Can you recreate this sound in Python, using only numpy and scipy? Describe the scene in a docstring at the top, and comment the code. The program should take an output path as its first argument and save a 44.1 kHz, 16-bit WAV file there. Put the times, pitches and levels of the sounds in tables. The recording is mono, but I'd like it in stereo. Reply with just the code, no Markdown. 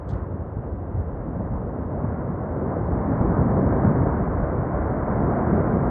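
"""On a mountainside, a distant avalanche of snow and ice pours down: a deep boom, tumbling blocks and a dull
roar that swells twice, its treble lost in the air. These are shaped noise and showers of random blows.
Brief surges of the rumble and roar, each around one pitch, rise and ebb; heavy masses thud on the slope.
A soft rush of noise lies off to the left. Close by, light wind buffets the two microphone ports,
something scuffs faintly, grit ticks in short rough rings, and a faint hiss lies beneath."""
import sys
import numpy as np
from scipy.fft import rfft, irfft, next_fast_len
from scipy.io import wavfile
from scipy.ndimage import map_coordinates

SR = 44100
rng = np.random.default_rng(int(sys.argv[2]) if len(sys.argv) > 2 else 0)


def transcribe(signal):
    """Save signal, clipped to [-1, 1], as a 16-bit WAV file at the path in sys.argv[1]."""
    frames = np.atleast_2d(signal).T
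    limited = np.clip(frames, -1, 1)
    pcm = np.round(limited * 32767).astype(np.int16)
    wavfile.write(sys.argv[1], SR, pcm)


N = 260190  # length in samples


def amp(db):
    """Decibels to gain."""
    return 10 ** (np.asarray(db) / 20)


def unit(x):
    """Scale x to an rms (average strength) of 1."""
    return x / np.sqrt(np.mean(x ** 2) + 1e-20)


def seconds():
    """The time of every sample."""
    return np.arange(N) / SR


def along(points, hz):
    """Read a table of (f/Hz, value) at any frequency, on a log axis."""
    f, value = np.transpose(points)
    return np.interp(np.log(hz + 1), np.log(f + 1), value)


def curves(rows):
    """Join the rows of a table with straight lines: one curve for each column after the time."""
    times, *columns = np.transpose(rows)
    return [np.interp(seconds(), times, column) for column in columns]


def wobble(rate):
    """A smooth random curve through `rate` random points a second; it repeats after 1024 points."""
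    knots = rng.standard_normal(1024)
    return map_coordinates(knots, [np.arange(N) * rate / SR], mode="wrap")


def filtered(x, response):
    """Change the strength and timing of each frequency in x, as response(hz) says."""
    padded = next_fast_len(N + SR // 2)  # spare room, so that the end does not wrap onto the start
    hz = np.fft.rfftfreq(padded, 1 / SR)
    return irfft(rfft(x, padded) * response(hz), padded)[..., :N]


def coloured(x, spectrum):
    """Give x a tone colour from a table, at rms 1."""
    return unit(filtered(x, lambda hz: amp(along(spectrum, hz))))


def noise():
    """Two unrelated white noises."""
    return rng.standard_normal((2, N))


def impacts(rate, spread_db):
    """Two unrelated showers of blows, `rate` a second on average, of scattered sizes, at rms 1."""
    struck = rng.random((2, N)) < rate / SR
    size_db = spread_db * noise()
    direction = np.sign(noise())
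    return unit(struck * direction * amp(size_db))


def mostly_shared(pair, side_db):
    """Left and right from a common part (row 0) and a weaker opposed part (row 1)."""
    shared, own = pair
    return np.array([shared + amp(side_db) * own, shared - amp(side_db) * own])


# strength of the avalanche before trims: [t/s, boom level/dB, tumbling blocks level/dB, roar level/dB]
AVALANCHE_FLOW = [(0.0, -36, -49, -40.5), (0.55, -32.5, -45.5, -40), (0.85, -34, -43, -39.5),
                  (1.35, -34.5, -35.5, -36.5), (2.05, -32.5, -32.5, -34), (2.48, -37.5, -33.5, -32),
                  (2.7, -36.5, -28.5, -30), (2.85, -26.5, -31, -30), (3.02, -30.5, -27.5, -28),
                  (3.25, -28, -24, -26.5), (3.55, -26.5, -23.5, -26), (3.75, -29, -24.5, -25),
                  (4.1, -25, -24.5, -26.5), (4.25, -27, -28.5, -28.5), (4.45, -26.5, -30.5, -28),
                  (4.65, -30.5, -30.5, -28.5), (5.0, -28.5, -29, -27), (5.27, -27.5, -24.5, -25.5),
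                  (5.65, -25.5, -27.5, -25), (5.9, -28, -26, -27.0)]
# tone colours of its four layers: [f/Hz, relative level/dB per Hz]
BOOM_SPECTRUM = [(12, -39.5), (25, -29), (40, -11), (58, -0.5), (85, -1), (110, -4), (150, -18.5),
                 (300, -69.5), (600, -120)]
TUMBLE_SPECTRUM = [(40, -63), (85, -12.5), (120, 0.5), (170, 0), (240, -1), (320, -14), (450, -28.5),
                   (900, -66.5), (2000, -120)]
ROAR_SPECTRUM = [(120, -52), (280, 2.5), (380, 1.5), (480, 0.5), (680, -1), (880, -7.5), (1020, -6),
                 (1250, -17.5), (1600, -30.5), (2400, -67.5), (4000, -120)]
POWDER_SPECTRUM = [(600, -40.5), (1050, -1), (1300, -1), (1550, -3.5), (1800, -10.5), (2100, -15.5),
                   (2350, -22.5), (2600, -29), (3200, -42.5), (4200, -67.5), (8000, -87.5)]
FULL_FLOW_DB = -28  # roar level in the table that counts as full flow
POWDER_DB, POWDER_GROWS = -43, 0.85  # level at full flow, halfway through; dB gained per dB of flow
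POWDER_LAG_S, POWDER_BUILD_DB_PER_S = 0.072, 0.84  # the powder cloud trails the flow and keeps building


def avalanche(boom_trim_db=0, tumble_trim_db=0.65, roar_trim_db=-0.38):
    """The sliding mass booms, blocks tumble within it, and the flow roars and throws up rushing powder."""
    boom_db, tumble_db, roar_db = curves(AVALANCHE_FLOW)

    boom_level = amp(boom_db + boom_trim_db + 0.18 * wobble(25))
    boom = boom_level * coloured(noise(), BOOM_SPECTRUM)

    tumble_level = amp(tumble_db + tumble_trim_db + 0.57 * wobble(10))
    tumble = tumble_level * coloured(impacts(rate=2500, spread_db=0.5), TUMBLE_SPECTRUM)

    roar_level = amp(roar_db + roar_trim_db + 0.28 * wobble(21))
    roar = roar_level * coloured(impacts(rate=3500, spread_db=3.0), ROAR_SPECTRUM)

    # the harder the flow runs, the brighter its upper edge of rushing powder
    t = seconds()
    drive_db = np.interp(t - POWDER_LAG_S, t, roar_db) - FULL_FLOW_DB
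    build_db = POWDER_BUILD_DB_PER_S * (t - t.mean())
    powder_db = POWDER_DB + POWDER_GROWS * drive_db + build_db
    powder = amp(powder_db + 0.77 * wobble(8.9)) * coloured(noise(), POWDER_SPECTRUM)
    return boom + tumble + roar + powder


# brief surges of the rumble and roar: [t/s, length/s, level/dB at the crest of the swell, f/Hz]
SURGE_ROWS = [(.31, 0.074, -34, 179), (.385, 0.082, -37, 169.3), (.55, 0.086, -29.5, 99),
              (.645, .1, -38, 428), (.93, 0.11, -25, 80.7), (1.1, .14, -33, 46.3),
              (1.255, 0.08, -31, 203.4), (1.35, .1, -30, 166), (1.485, 0.23, -32, 48.6),
              (1.51, 0.11, -45, 848), (1.75, 0.081, -36, 290), (1.9, 0.18, -37.5, 647),
              (2.03, 0.1, -30, 95.3), (2.2, .12, -34.5, 148), (2.47, .08, -26.5, 69.6),
              (2.565, 0.12, -29.5, 360), (2.68, .15, -46, 1127), (2.73, 0.083, -32.5, 540),
              (3.06, 0.08, -22.5, 227), (3.18, 0.14, -23, 59.3), (3.195, .14, -26, 344),
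              (3.32, .09, -36.5, 1124), (3.345, 0.12, -25.5, 78), (3.36, 0.089, -28.5, 347),
              (3.545, 0.078, -21.5, 112.6), (3.53, 0.13, -26.5, 360), (3.595, 0.089, -23, 205),
              (3.68, 0.089, -22.5, 109.5), (3.76, 0.15, -37.5, 923), (3.835, 0.13, -21.5, 184),
              (3.85, 0.064, -16.5, 105.1), (3.935, .15, -29, 266.4), (3.98, 0.26, -38.5, 929),
              (3.98, 0.11, -27, 127.3), (4.38, 0.075, -26.5, 50), (4.57, .08, -25.5, 111.3),
              (4.88, .08, -25, 115), (5.05, .11, -39, 1144), (5.11, .1, -31, 48), (5.17, 0.16, -29, 336),
              (5.205, 0.13, -30.5, 58.6), (5.31, .18, -32, 744), (5.485, 0.12, -22, 176.7),
              (5.56, 0.091, -26.5, 135.4), (5.66, .14, -27.5, 420), (5.7, .12, -24, 181)]
SURGE_WIDTH_OCT = 0.36  # spread of a surge around its pitch, in octaves


def surges():
    """Brief surges of the rumble and roar: random blows filtered around one pitch, swelling and ebbing."""
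    out = np.zeros((2, N + SR))
    hz_axis = np.fft.rfftfreq(SR, 1 / SR)
    age = np.arange(SR) / SR
    shower = impacts(rate=1500, spread_db=3.5)
    for start, length, db, hz in SURGE_ROWS:
        swell = np.sin(np.pi * np.clip(age / length, 0, 1))
        octaves_off = np.log2((hz_axis + 1) / hz)
        band = np.exp(-0.5 * (octaves_off / SURGE_WIDTH_OCT) ** 2)
        # one second of blows from a random place in the shower
        first = rng.integers(N - SR)
        blows = shower[:, first:first + SR]
        surge = swell * irfft(rfft(blows) * band, SR)
        even = np.array([unit(row) for row in surge])
        at = round(start * SR)
        out[:, at:at + SR] += amp(db) * np.sqrt(np.mean(swell ** 2)) * even
    return out[:, :N]


# heavy masses landing: [t/s, level/dB at the top of the swing's outline, f/Hz]
LANDING_MASSES = [(.568, -23.5, 131.2), (1.406, -20, 160), (1.554, -24.5, 130), (2.234, -20.5, 173),
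                  (2.661, -22, 148.6), (2.766, -20, 263.6), (2.919, -17, 130), (3.21, -13, 115.9),
                  (3.254, -14, 170), (3.39, -15, 160), (3.573, -17, 188), (3.848, -16.5, 174.7),
                  (4.431, -19, 156.6), (5.235, -18.5, 170.2), (5.53, -14.5, 170), (5.604, -14.5, 130),
                  (5.735, -19, 190.6)]
THUD_RISE_S = 0.0024  # time to the top of the outline
CRUNCH_DB = -11  # snow crushed under a landing mass, relative to its thud


def thuds():
    """Each landing mass sends one short, low swing of pressure and crushes the snow under it."""
    t, out = seconds(), np.zeros(N)
    crunch = amp(CRUNCH_DB) * coloured(noise()[0], ROAR_SPECTRUM)
    for start, db, hz in LANDING_MASSES:
        age = np.maximum(t - start, 0)
        outline = age / THUD_RISE_S * np.exp(1 - age / THUD_RISE_S)
        swing = np.sin(2 * np.pi * hz * age)
        out += amp(db) * outline * (swing + crunch)
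    return np.array([out, np.zeros(N)])  # direct sound only, nothing scattered


# how distant sound reaches the two ports
PORT_LEAD = [(50, -.02), (140, -.1), (220, -.22), (360, -.56), (510, -.55), (610, -.22), (950, -.07),
             (1450, -.1), (1810, 0), (2240, 1.2), (2550, 2.6), (3200, 1.8)]  # [f/Hz, left lead/rad]
PORT_LEAN = [(60, -.5), (200, -1), (300, -1), (530, -4.5), (720, -0.3), (850, -3), (1050, 0.2), (1500, 0),
             (2600, 0.3)]  # [f/Hz, left minus right level/dB]
PORT_LIKENESS = [(60, 1), (500, 1), (950, 1), (1500, 0.99), (2100, 0.92), (2700, 0.87), (3300, 0.65)]  # [f/Hz, likeness from 0 to 1]


def at_ports(pair):
    """A direct wave (row 0) and its scattered part (row 1) as the left and right ports hear them."""
    def shares(hz):
        # less likeness means a larger share of scattered sound
        turn = np.arccos(np.clip(along(PORT_LIKENESS, hz), 0, 1)) / 2
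        return np.array([np.cos(turn), np.sin(turn)])

    def shading(hz):
        half = np.array([[0.5], [-0.5]])  # half the difference to each port
        return amp(half * along(PORT_LEAN, hz)) * np.exp(1j * half * along(PORT_LEAD, hz))

    direct, scattered = filtered(pair, shares)
    return filtered(np.array([direct + scattered, direct - scattered]), shading)


# a soft, wide rush off to the left
SIDE_RUSH_LEVEL = [(0, -38.5), (0.7, -34), (2, -34), (3.6, -38), (4.3, -47), (5.9, -49)]  # [t/s, level/dB]
SIDE_RUSH_SPECTRUM = [(60, -21), (115, 1), (200, 0.5), (320, -3.5), (560, -5.5), (760, -15.5),
                      (1200, -28.5), (2500, -75.5)]  # [f/Hz, relative level/dB per Hz]
RUSH_LEAD_RAD = 1.5  # part of a wave cycle by which the left port leads


def side_rush():
    """A low rush of noise from the left, whose waves lead at the left port; it sinks away late on."""
    level_db, = curves(SIDE_RUSH_LEVEL)
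    sound = coloured(noise()[0], SIDE_RUSH_SPECTRUM)
    half = np.array([[0.5], [-0.5]])
    return amp(level_db) * filtered(sound, lambda hz: np.exp(1j * RUSH_LEAD_RAD * half))


# tone colour of the breeze: [f/Hz, relative level/dB per Hz]
WIND_SPECTRUM = [(15, -30), (35, -10), (70, 5.5), (150, -3), (260, -14.5), (500, -18.5), (800, -20),
                 (1300, -27), (2000, -41.5), (2700, -59.5), (3400, -73), (5000, -110)]
WIND_DB, WIND_FALL_DB_PER_S = -32.5, 1.5  # level at the start, before gusts, and its fall
GUST_DB, GUSTS_PER_S = 3.1, 14  # depth and rate of the gusts
WIND_SIDE_DB = -5  # the part of the breeze that differs between the ports


def wind():
    """A gusty breeze dies away; its eddies flutter a little differently on each port."""
    breeze_db = WIND_DB - WIND_FALL_DB_PER_S * seconds() + GUST_DB * wobble(GUSTS_PER_S)
    flutter = amp(2 * np.array([wobble(30), wobble(30)]))
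    eddies = flutter * coloured(noise(), WIND_SPECTRUM)
    return amp(breeze_db) * unit(mostly_shared(eddies, side_db=WIND_SIDE_DB))


# tone colours of the rub and of its duller tail: [f/Hz, relative level/dB per Hz]
STROKE_SPECTRUM = [(1200, -24), (2600, -18), (3300, 2.5), (4500, -4), (5600, -7.5), (7200, -8), (8200, -11),
                   (9200, -36), (13000, -36.5)]
TAIL_SPECTRUM = [(1200, -23), (2500, -2), (3500, 3), (5000, -7), (7000, -10), (10000, -37.5)]
SCUFF_AT_S, SCUFF_LENGTH_S, SCUFF_DB = 0.079, 0.047, -59.5  # the stroke; level before its grain
TAIL_DB, TAIL_RISE_DB_PER_S, TAIL_FADE_DB_PER_S = -63.5, 1502, 229  # level at its top, before its grain
SCUFF_GRAIN_DB, SCUFF_GRAINS_PER_S = 4, 220  # the rub catches and slips


def scuff():
    """A brief, faint, grainy rub close to the microphone swells and ebbs; it dulls as it trails off."""
    age = seconds() - SCUFF_AT_S
    grain = amp(SCUFF_GRAIN_DB * wobble(SCUFF_GRAINS_PER_S))
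    swell = np.sin(np.pi * np.clip(age / SCUFF_LENGTH_S, 0, 1))
    stroke = amp(SCUFF_DB) * swell * coloured(impacts(rate=1400, spread_db=-2.5), STROKE_SPECTRUM)
    # the tail is loudest halfway through the stroke
    after = age - SCUFF_LENGTH_S / 2
    tail_db = TAIL_DB + np.minimum(TAIL_RISE_DB_PER_S * after, -TAIL_FADE_DB_PER_S * after)
    tail = amp(tail_db) * coloured(noise(), TAIL_SPECTRUM)
    return mostly_shared(grain * (stroke + tail), side_db=-6.5)


# faint ticks of grit nearby: [t/s, level/dB before the soft rise, fade and roughness, f/Hz]
GRIT_TICKS = [(.084, -65, 3500), (.097, -63, 4000), (.112, -61, 3660), (.225, -77, 5100), (.24, -77, 7400),
              (2.86, -67, 4300), (3.769, -64.5, 3400), (5.262, -75.5, 4900), (5.345, -74, 3800),
              (5.42, -74.5, 3900), (5.454, -78, 4730), (5.554, -72, 4260)]


def ticks(fade_60db_s=0.05, roughness_per_s=1500, rise_s=0.002):
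    """Each bit of grit gives one short, soft, rough ring, alike at both ports."""
    t, out = seconds(), np.zeros(N)
    for start, db, hz in GRIT_TICKS:
        age = np.maximum(t - start, 0)
        fading = amp(db - 60 * age / fade_60db_s)
        soft_start = 1 - np.exp(-age / rise_s)
        out += fading * soft_start * wobble(roughness_per_s) * np.sin(2 * np.pi * hz * age)
    return out


# tone colours of the steady hiss and of an inaudibly weak narrow band: [f/Hz, relative level/dB per Hz]
HISS_SPECTRUM = [(100, -2), (2800, 11), (4000, -4.5), (6000, -12.5), (8000, -13.5), (10000, -13.5),
                 (13000, -21.5)]
NARROW_BAND_SPECTRUM = [(8500, -37), (9350, 1.5), (9900, 0), (10400, -37)]
NARROW_BAND_DB = -60.5  # added to the roar level in the flow table


def hiss():
    """A faint, steady hiss of noise; a narrow band of noise far below hearing level is added to it."""
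    roar_db = curves(AVALANCHE_FLOW)[-1]
    narrow_band = amp(NARROW_BAND_DB + roar_db) * coloured(noise()[0], NARROW_BAND_SPECTRUM)
    steady = amp(-78) * mostly_shared(coloured(noise(), HISS_SPECTRUM), side_db=-3)
    return steady + narrow_band


def scene():
    """Far sound arrives nearly alike at both ports; the side rush and the near sounds lie over it."""
    far = at_ports(avalanche() + surges() + thuds())
    near = wind() + scuff() + ticks()
    return far + side_rush() + near + hiss()


def record(dry):
    """Only sound below a top frequency of 13 kHz is kept."""
    return filtered(dry, lambda hz: hz < 13000)


dry = scene()
out = record(dry)
transcribe(out)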